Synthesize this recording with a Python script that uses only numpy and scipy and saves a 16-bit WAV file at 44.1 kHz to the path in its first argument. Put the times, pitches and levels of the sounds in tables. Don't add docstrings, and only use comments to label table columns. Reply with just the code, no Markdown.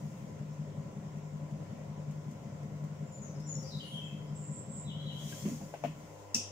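import sys
import numpy as np
from scipy import signal
from scipy.fft import rfft, irfft, next_fast_len
from scipy.io import wavfile
from scipy.ndimage import uniform_filter1d, map_coordinates

SR = 44100
rng = np.random.default_rng(int(sys.argv[2]) if len(sys.argv) > 2 else 0)


def dump(signal):
    limited = np.clip(np.atleast_2d(signal).T, -1, 1)
    pcm = np.round(limited * 32767).astype(np.int16)
    wavfile.write(sys.argv[1], SR, pcm)


def volts_from_db(level):
    exponent = np.asarray(level, float) / 20
    return 10 ** exponent


N = 287091
T = np.arange(N) / SR
PRESS_S, PRESS_WIDE_S, PRESS_DB = 1.69, 0.13, 2


def along(points, hz):
    f, v = np.transpose(points)
    return np.interp(np.log(hz + 1), np.log(f + 1), v)


def curves(rows):
    s, *cols = np.transpose(rows)
    return [np.interp(T, s, c) for c in cols]


def wobble(rate):
    return map_coordinates(rng.standard_normal(int(N * rate / SR) + 4), [T * rate])


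def bump(s, wide):
    return np.exp(-((T - s) / wide) ** 2)


def filtered(x, response):
    m = next_fast_len(N + SR)
    return irfft(rfft(x, m) * response(np.fft.rfftfreq(m, 1 / SR)), m)[..., :N]


def sides(db):
    return volts_from_db([[db / 2], [-db / 2]])


# (frequency [Hz], likeness [0-1])
EAR_LIKENESS = [(30, 0.57), (150, 1), (500, 0.55), (1000, 0.067), (4000, 0.054)]


def rush(spectrum, lo_hz, hi_hz, patchy_db):
    z = signal.stft(rng.standard_normal((2, N)), nperseg=512)[2]
    patches = uniform_filter1d(rng.standard_normal(z.shape[1:]), 6, 0)
    patches = uniform_filter1d(patches, 10, 1)
    pair = signal.istft(z * volts_from_db(patchy_db * patches / patches.std()), nperseg=512)[1][:, :N]

    def mid_side(hz):
        turn = np.arccos(np.clip(along(EAR_LIKENESS, hz), -1, 1)) / 2
        return volts_from_db(along(spectrum, hz)) * [np.cos(turn), np.sin(turn)]

    mid, side = filtered(pair, mid_side)
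    in_band = filtered(mid, lambda hz: (hz > lo_hz) & (hz < hi_hz))
    return np.array([mid + side, mid - side]) / in_band.std()


# (frequency [Hz], fade time [s])
ECHO_FADE = [(2000, 0.11), (3300, 0.64), (4500, 0.38), (6000, 0.39), (10000, 0.31), (15000, 0.17)]


def echoes(x):
    hz, t, z = signal.stft(rng.standard_normal((2, SR)), SR, nperseg=256)
    fade = volts_from_db(-60 * t / along(ECHO_FADE, hz)[:, None])
    tail = signal.istft(z * fade, SR, nperseg=256)[1]
    return signal.fftconvolve(x[None], tail / np.linalg.norm(tail[0]), axes=1)[:, :N]


def lumps(pattern, turns, hz, scatter_db):
    push = np.zeros(N)
    for place, db in pattern:
        passing = np.flatnonzero(np.diff(np.floor(turns - place)))
        scatter = scatter_db * rng.standard_normal(len(passing))
        push[passing] += volts_from_db(db + scatter) * SR / (2 * hz)
    return push


BELT_HZ, SHAFT_HZ = 5.3829, 24.8967
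COAST_S = 5.3
WHIRR_DB = -56
# (place in the turn [0-1], force [dB])
BELT_LUMPS = [(.13, -46.1), (.211, -44.9), (.265, -53.3), (.333, -50.6), (.597, -56), (.633, -49.1),
              (.689, -49.5)]
# (place in the turn [0-1], force [dB])
SHAFT_LUMPS = [(.454, -43.7), (.852, -42.9)]
# (frequency [Hz], width [Hz], level [dB])
FRAME_MODES = [(138.6, 6, -19), (150.1, 6, 2.3), (158.8, 16, -9.2), (201.2, 10, -15.5), (237, 6, -15),
               (64, 3.6, -28.5), (107.3, 31, -30), (267, 4.7, -48.5), (300.4, 18, -30.5),
                    (422.6, 13.4, -30.5)]
# (time [s], speed [0-1], force [dB])
SLOWING = [
    (5.501, 0.98, 3.5),
    (5.702, 0.93, -13.5),
    (5.9, 0.62, -7.5),
    (6.05, 0.7, -3.5),
    (6.159, 0, -37),
    (6.51, 0, -20),
]
# (frequency [Hz], level [dB per Hz])
BEARING_COLOUR = [(20, -38), (45, -27), (65, -1), (150, 12.5), (230, 5.5), (340, -5), (420, 1.5), (470, -5),
                  (530, 5.5), (700, -4.5), (830, -7.5), (1000, -6), (1200, -17), (2200, -97)]


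def wheel():
    speed, force_db = curves([(COAST_S, 1, 0)] + SLOWING)
    clock = np.cumsum(speed) / SR
    push = lumps(BELT_LUMPS, clock * BELT_HZ, BELT_HZ, scatter_db=0.7)
    push += lumps(SHAFT_LUMPS, clock * SHAFT_HZ, SHAFT_HZ, scatter_db=0.7)

    def ring(f):
        total = 0
        for k, (centre, width, db) in enumerate(FRAME_MODES):
            drag = 1j * f * width
            total = total + (-1) ** k * volts_from_db(db) * drag / (centre * centre - f * f + drag)
        return total * (f < 480)

    drone = filtered(push * volts_from_db(force_db - 0.93), ring) * sides(3.56)

    knead_db = 0.75 * speed * np.cos(4 * np.pi * (clock * BELT_HZ - 0.2)) + 0.5 * wobble(3.82)
    whirr = rush(BEARING_COLOUR, lo_hz=330, hi_hz=1200, patchy_db=1.18)
    resting = filtered(whirr, lambda f: 1 - 0.9 * (f < 280))
    whirr = resting + volts_from_db(force_db) * (whirr - resting)
    press_db = PRESS_DB * bump(PRESS_S, PRESS_WIDE_S)
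    return drone + volts_from_db(WHIRR_DB + press_db + knead_db - 0.74) * whirr * sides(1.2)


MAINS_HZ = 99.95
MAINS_DB, MAINS_STALLED_DB = -60.5, -55.5
PEDAL_S, PEDAL_DB = 5.9, -10
# (multiple of MAINS_HZ, running [dB], stalled [dB], left over right [dB])
WINDING_BUZZ = [(2, -107.5, -77, -22), (3, -65, -64, 3), (4, -71, -79, -3.5), (5, -76, -65.5, -6),
                (6, -76, -71, 1), (7, -72.5, -70.5, -11.5), (8, -83, -72, 14), (9, -79.5, -69, 7),
                (10, -74, -76.5, 10.5)]
# (frequency [Hz], running [dB], stalled [dB])
SLOT_WHINE = [(1021, -76, -69), (1095.5, -76, -77), (996, -77, -72), (524, -70, -72)]


def motor():
    stall = np.interp(T, [5.95, 6.15], [0, 1])

    def tone(hz, running_db, stalled_db, dip_db=0):
        db = running_db + (stalled_db - running_db) * stall + dip_db
        return np.sqrt(2) * volts_from_db(db + 1.9 * wobble(6)) * np.sin(2 * np.pi * (hz * T + rng.random()))

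    hum = tone(MAINS_HZ, MAINS_DB, MAINS_STALLED_DB, PEDAL_DB * bump(PEDAL_S, 0.17))
    buzz = sum(tone(k * MAINS_HZ, run, rest) * sides(pan) for k, run, rest, pan in WINDING_BUZZ)
    whine = sum(tone(hz, run, rest) for hz, run, rest in SLOT_WHINE)
    return hum * sides(7.4) + buzz + whine * sides(6.8)


BOARD_UPPER, BOARD_CYCLES = 1.8, 34.4
TINK_T60_S, RATTLE_DB = 0.065, -5.5
# (time [s], peak level [dB], pitch of the spot [Hz], hardness [dB])
BOARD_THUMPS = [(5.453, -26, 208, -5.5), (5.479, -38.5, 307, 0.5), (5.514, -30, 233.5, -13),
                (5.609, -37, 193, -18), (5.843, -33, 247, -8), (5.875, -36.5, 160.6, -7),
                (6.346, -33, 233.6, -13), (6.35, -41, 150, -23), (5.56, -53, 53.6, -15),
                (5.875, -52, 63.3, -12)]
# (frequency [Hz], level [dB], fade time [s])
HANDLE_MODES = [(606, -2.5, 0.064), (677, 1, 0.053), (797, -3.5, 0.048), (1490, -19, 0.035)]
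# (time [s], peak level [dB], left over right [dB])
HANDLE_TAPS = [
    (5.612, -45, 4),
    (5.739, -37, 9),
    (5.838, -31, 10.5),
    (5.848, -33, 12),
]
# (time [s], peak level [dB], pitch [Hz])
LOOP_TINKS = [
    (5.325, -44.5, 1606),
    (5.462, -48.5, 1023),
    (5.739, -51, 1550),
]
# (frequency [Hz], level [dB per Hz])
RATTLE_COLOUR = [(400, -17), (1000, 4), (1550, -10), (1900, -1.5), (2700, 0.5), (3200, -4.5), (3700, -15.5),
                 (7000, -13), (9000, -28), (15000, -22)]


def board():
    wood, loose = np.zeros((2, N + SR)), np.zeros((2, N + SR))
    t = T[:SR // 3]
    rings, rattles = [], []
    for s, db, hz, hard in BOARD_THUMPS:
        for k in range(2):
            pitch = hz * BOARD_UPPER ** k
            rings.append((s, db + k * hard, pitch, BOARD_CYCLES / pitch, 1.5))
        rattles.append((s, db + hard - 6))
    for s, db, pan in HANDLE_TAPS:
        rings += [(s, db + level, hz, t60, pan) for hz, level, t60 in HANDLE_MODES]
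        rattles.append((s, db - 0.5 + 0.4 * (db + 32)))
    for s, db, hz in LOOP_TINKS:
        rings.append((s, db, hz, TINK_T60_S, 0))
        rattles.append((s, db + 3))

    for s, db, hz, t60, pan in rings:
        phase = 2 * np.pi * rng.random((2, 1))
        neighbours = np.sin(2 * np.pi * hz * np.array([[0.84], [1.19]]) * t + phase).sum(0)
        ring = np.sin(2 * np.pi * hz * t) + min(0.3, 200 / hz) * neighbours
        onset = 1 - np.exp(-t * hz * (0.45 + hz / 600))
        wood[:, round(s * SR):][:, :len(t)] += volts_from_db(db - 60 * t / t60) * ring * onset * sides(pan)

    fading = volts_from_db(-60 * t / 0.0033) + 1.05 * volts_from_db(-60 * t / 0.23)
    for s, db in rattles:
        noise = rng.standard_normal((2, len(t)))
        loose[:, round(s * SR):][:, :len(t)] += volts_from_db(db + RATTLE_DB) * fading * noise * sides(3.9)
    hits = wood[:, :N] + filtered(loose[:, :N], lambda hz: volts_from_db(along(RATTLE_COLOUR, hz)))
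    return hits + volts_from_db(-7) * echoes(hits.mean(0))


SLEEVE_RISE, SLEEVE_FALL, SLEEVE_REST_DB = 135, 55, -94.5
# (time [s], hold [s], level [dB])
SLEEVE_MOVES = [
    (0, 0.17, -82.5),
    (2.303, .02, -92),
    (3.6, 0.37, -80),
    (5.2, 0.057, -76),
    (5.3, .2, -67),
    (6.003, 0.19, -83.5),
]
# (time [s], peak level [dB])
CRUMBS = [(0.5302, -71), (1.1697, -71), (1.3698, -75), (1.5094, -71), (2.1094, -66), (2.1544, -77),
          (2.3106, -67), (2.6294, -70), (2.7601, -75), (2.8394, -67), (3.3994, -66)]
# (frequency [Hz], level [dB per Hz])
CLOTH_COLOUR = [(1200, -21), (2000, -8.5), (3300, -14), (4400, -9.5), (6800, 1), (8050, -8), (11600, -15.5),
                (15100, -9.5), (16000, -29)]


def potter():
    rustle = volts_from_db(SLEEVE_REST_DB)
    for s, hold, db in SLEEVE_MOVES:
        before, after = np.maximum(s - T, 0), np.maximum(T - s - hold, 0)
        rustle = rustle + volts_from_db(db - SLEEVE_RISE * before - SLEEVE_FALL * after)
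    rustle = rustle * volts_from_db(0.63 * wobble(40))
    for s, db in CRUMBS:
        rustle[round(s * SR):][:1500] += volts_from_db(db - 11 - 60 * T[:1500] / 0.1)
    return rustle * rush(CLOTH_COLOUR, lo_hz=10100, hi_hz=14150, patchy_db=1.3) * sides(2.4)


WARBLE_HZ = 188.9


def whistle(s, length, hz0, hz1, db, warble_hz, rise):
    t = T[:int(length * SR)]
    uneven = wobble(WARBLE_HZ)[:len(t)]
    quaver = 1.04 * np.sin(2 * np.pi * WARBLE_HZ * t + 1.11 * uneven) + 0.593 * uneven
    pitch = hz0 + (hz1 - hz0) * t / length + warble_hz * quaver
    edges = np.minimum(1, np.minimum(t / rise, (length - t) / (rise / 4)))
    shape = edges * volts_from_db(warble_hz / 90 * uneven[::-1])
    out = np.zeros(N)
    out[round(s * SR):][:len(t)] = volts_from_db(db) * shape * np.sin(2 * np.pi * np.cumsum(pitch) / SR)
    return out


SAG_HZ_PER_S, SLUR_HZ_PER_S, BUZZ_HZ_PER_S, PIP_HZ = 1190, 8700, 660, 3920
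HELD_WARBLE_HZ, SLUR_WARBLE_HZ, BUZZ_WARBLE_HZ, PIP_WARBLE_HZ = 71, 151, 223, 51
DIVE_S, DIVE_TO_HZ, ROLL_WARBLE_HZ = 0.046, 2960, 110
CLIMB_S, CLIMB_FROM_HZ, CLIMB_TO_HZ, CLIMB_DB = 0.105, 3130, 3380, -1.5
# (time [s], length [s], pitch [Hz], level [dB])
HELD_NOTES = [(3.055, 0.025, 7250, -71), (3.111, 0.065, 7110, -61.5), (3.34, 0.082, 5230, -72),
              (3.422, 0.05, 5790, -63.5), (3.49, 0.04, 6860, -49), (3.546, 0.064, 5640, -58.5),
              (3.628, 0.088, 4800, -64), (3.735, 0.024, 3890, -56.5), (3.822, .065, 2930, -62),
              (3.829, 0.14, 9920, -76), (3.909, 0.087, 3233, -53.5), (4.005, 0.12, 2690, -67.5),
              (4.264, 0.026, 5120, -72), (4.983, 0.098, 4020, -70)]
# (time [s], length [s], pitch [Hz], level [dB])
QUICK_SLURS = [(3.215, .045, 6840, -61.5), (3.238, 0.05, 6270, -68), (3.462, .033, 7250, -56),
               (3.601, 0.27, 6350, -68), (3.648, 0.054, 5540, -63.5), (3.703, 0.047, 4120, -60),
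               (3.795, 0.022, 3180, -56), (4.039, 0.019, 7350, -66)]
# (time [s], length [s], pitch [Hz], level [dB])
HIGH_BUZZES = [
    (4.345, 0.144, 7490, -60.5),
    (4.511, 0.089, 7660, -56),
    (4.69, 0.12, 7610, -56),
]
# (time [s], length [s], level [dB])
CLOSING_PIPS = [
    (4.845, 0.085, -68),
    (5.06, 0.016, -56.5),
    (5.103, .02, -63),
    (5.15, 0.13, -74),
    (5.27, 0.046, -71),
]
# (time [s], pitch dived from [Hz], level [dB])
CLOSING_ROLLS = [
    (4.869, 3590, -59),
    (5.066, 3380, -58),
    (5.25, 3270, -68),
]


def song():
    pips = [(s, length, PIP_HZ, db) for s, length, db in CLOSING_PIPS]
    kinds = [(HELD_NOTES, SAG_HZ_PER_S, HELD_WARBLE_HZ), (QUICK_SLURS, SLUR_HZ_PER_S, SLUR_WARBLE_HZ),
             (HIGH_BUZZES, BUZZ_HZ_PER_S, BUZZ_WARBLE_HZ), (pips, SAG_HZ_PER_S, PIP_WARBLE_HZ)]
    notes = []
    for rows, fall, warble in kinds:
        notes += [(s, length, hz, hz - fall * length, db, warble) for s, length, hz, db in rows]
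    for s, hz, db in CLOSING_ROLLS:
        notes.append((s, DIVE_S, hz, DIVE_TO_HZ, db, ROLL_WARBLE_HZ))
        climb_s = s + DIVE_S + 0.008
        notes.append((climb_s, CLIMB_S, CLIMB_FROM_HZ, CLIMB_TO_HZ, db + CLIMB_DB, ROLL_WARBLE_HZ))
    return sum(whistle(*note, rise=0.0023) for note in notes)


# (frequency [Hz], left over right [dB])
SINGER_SIDE = [(3000, 3), (5600, 4.5), (6900, 7), (7500, -3), (10000, -14)]


def songbird():
    direct = song()
    near = echoes(direct)
    late = echoes(near.mean(0))
    heard = volts_from_db(-0.5) * direct + volts_from_db(7.5) * near + volts_from_db(-0.5) * late
    return filtered(heard, lambda hz: volts_from_db([along(SINGER_SIDE, hz) / 2, -along(SINGER_SIDE, hz) / 2]))


# (time [s], length [s], start pitch [Hz], end pitch [Hz], level [dB])
CHIRP = (6.3437, .0052, 5450, 5850, -20.3)
# (frequency [Hz], level [dB per Hz])
SNAP_COLOUR = [(1500, -16), (2300, -19), (2640, -2), (2900, -14), (3600, -17), (4200, -21), (5000, -1),
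               (5900, 0.5), (7300, -6), (10300, -19.5), (12000, -35), (14500, -14), (16000, -27)]


def chip():
    chirp = whistle(*CHIRP, 0, rise=0.0032)
    snap = np.zeros(N)
    snap[round((CHIRP[0] + 0.002) * SR)] = volts_from_db(8.0)
    snap = filtered(snap, lambda hz: volts_from_db(along(SNAP_COLOUR, hz))) * (T > CHIRP[0])
    direct = chirp * sides(10.5) + volts_from_db(-14) * snap * sides(2.2)
    return direct + echoes(volts_from_db(-10) * chirp + snap) * sides(2.2)


# (frequency [Hz], level [dB per Hz])
AIR_COLOUR = [(700, -21), (1000, -12.5), (1200, -10), (1350, -4), (1620, -11), (2020, -7), (2430, -12),
              (3240, -14.5), (4270, -20.5), (5500, -15), (7300, -13.5), (8900, -28.5), (12500, -30.5),
              (14800, -28)]
# (frequency [Hz], level [dB per Hz])
RUMBLE_COLOUR = [(15, -9), (25, 2.5), (40, -19), (60, 1.5), (90, -17), (130, -60)]


def garden():
    hiss_db = -69.0 + 0.11 * wobble(3.28) + 0.5 * PRESS_DB * bump(PRESS_S, PRESS_WIDE_S)
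    hiss = volts_from_db(hiss_db) * rush(AIR_COLOUR, lo_hz=1306, hi_hz=2450, patchy_db=1.2)
    rumble = volts_from_db(-77.0) * rush(RUMBLE_COLOUR, lo_hz=18, hi_hz=45, patchy_db=0.5)
    return (hiss + rumble) * sides(1.85)


def scene():
    return wheel() + motor() + board() + potter() + songbird() + chip() + garden()


def roll_off(x):
    return signal.sosfilt(signal.butter(12, 16520, fs=SR, output="sos"), x)


def record(dry):
    mix = filtered(dry, lambda hz: np.exp(1j * np.pi * hz * [[-0.00011], [0.00011]]) * (hz < 15750))
    return roll_off(mix)


dry = scene()
out = record(dry)
dump(out)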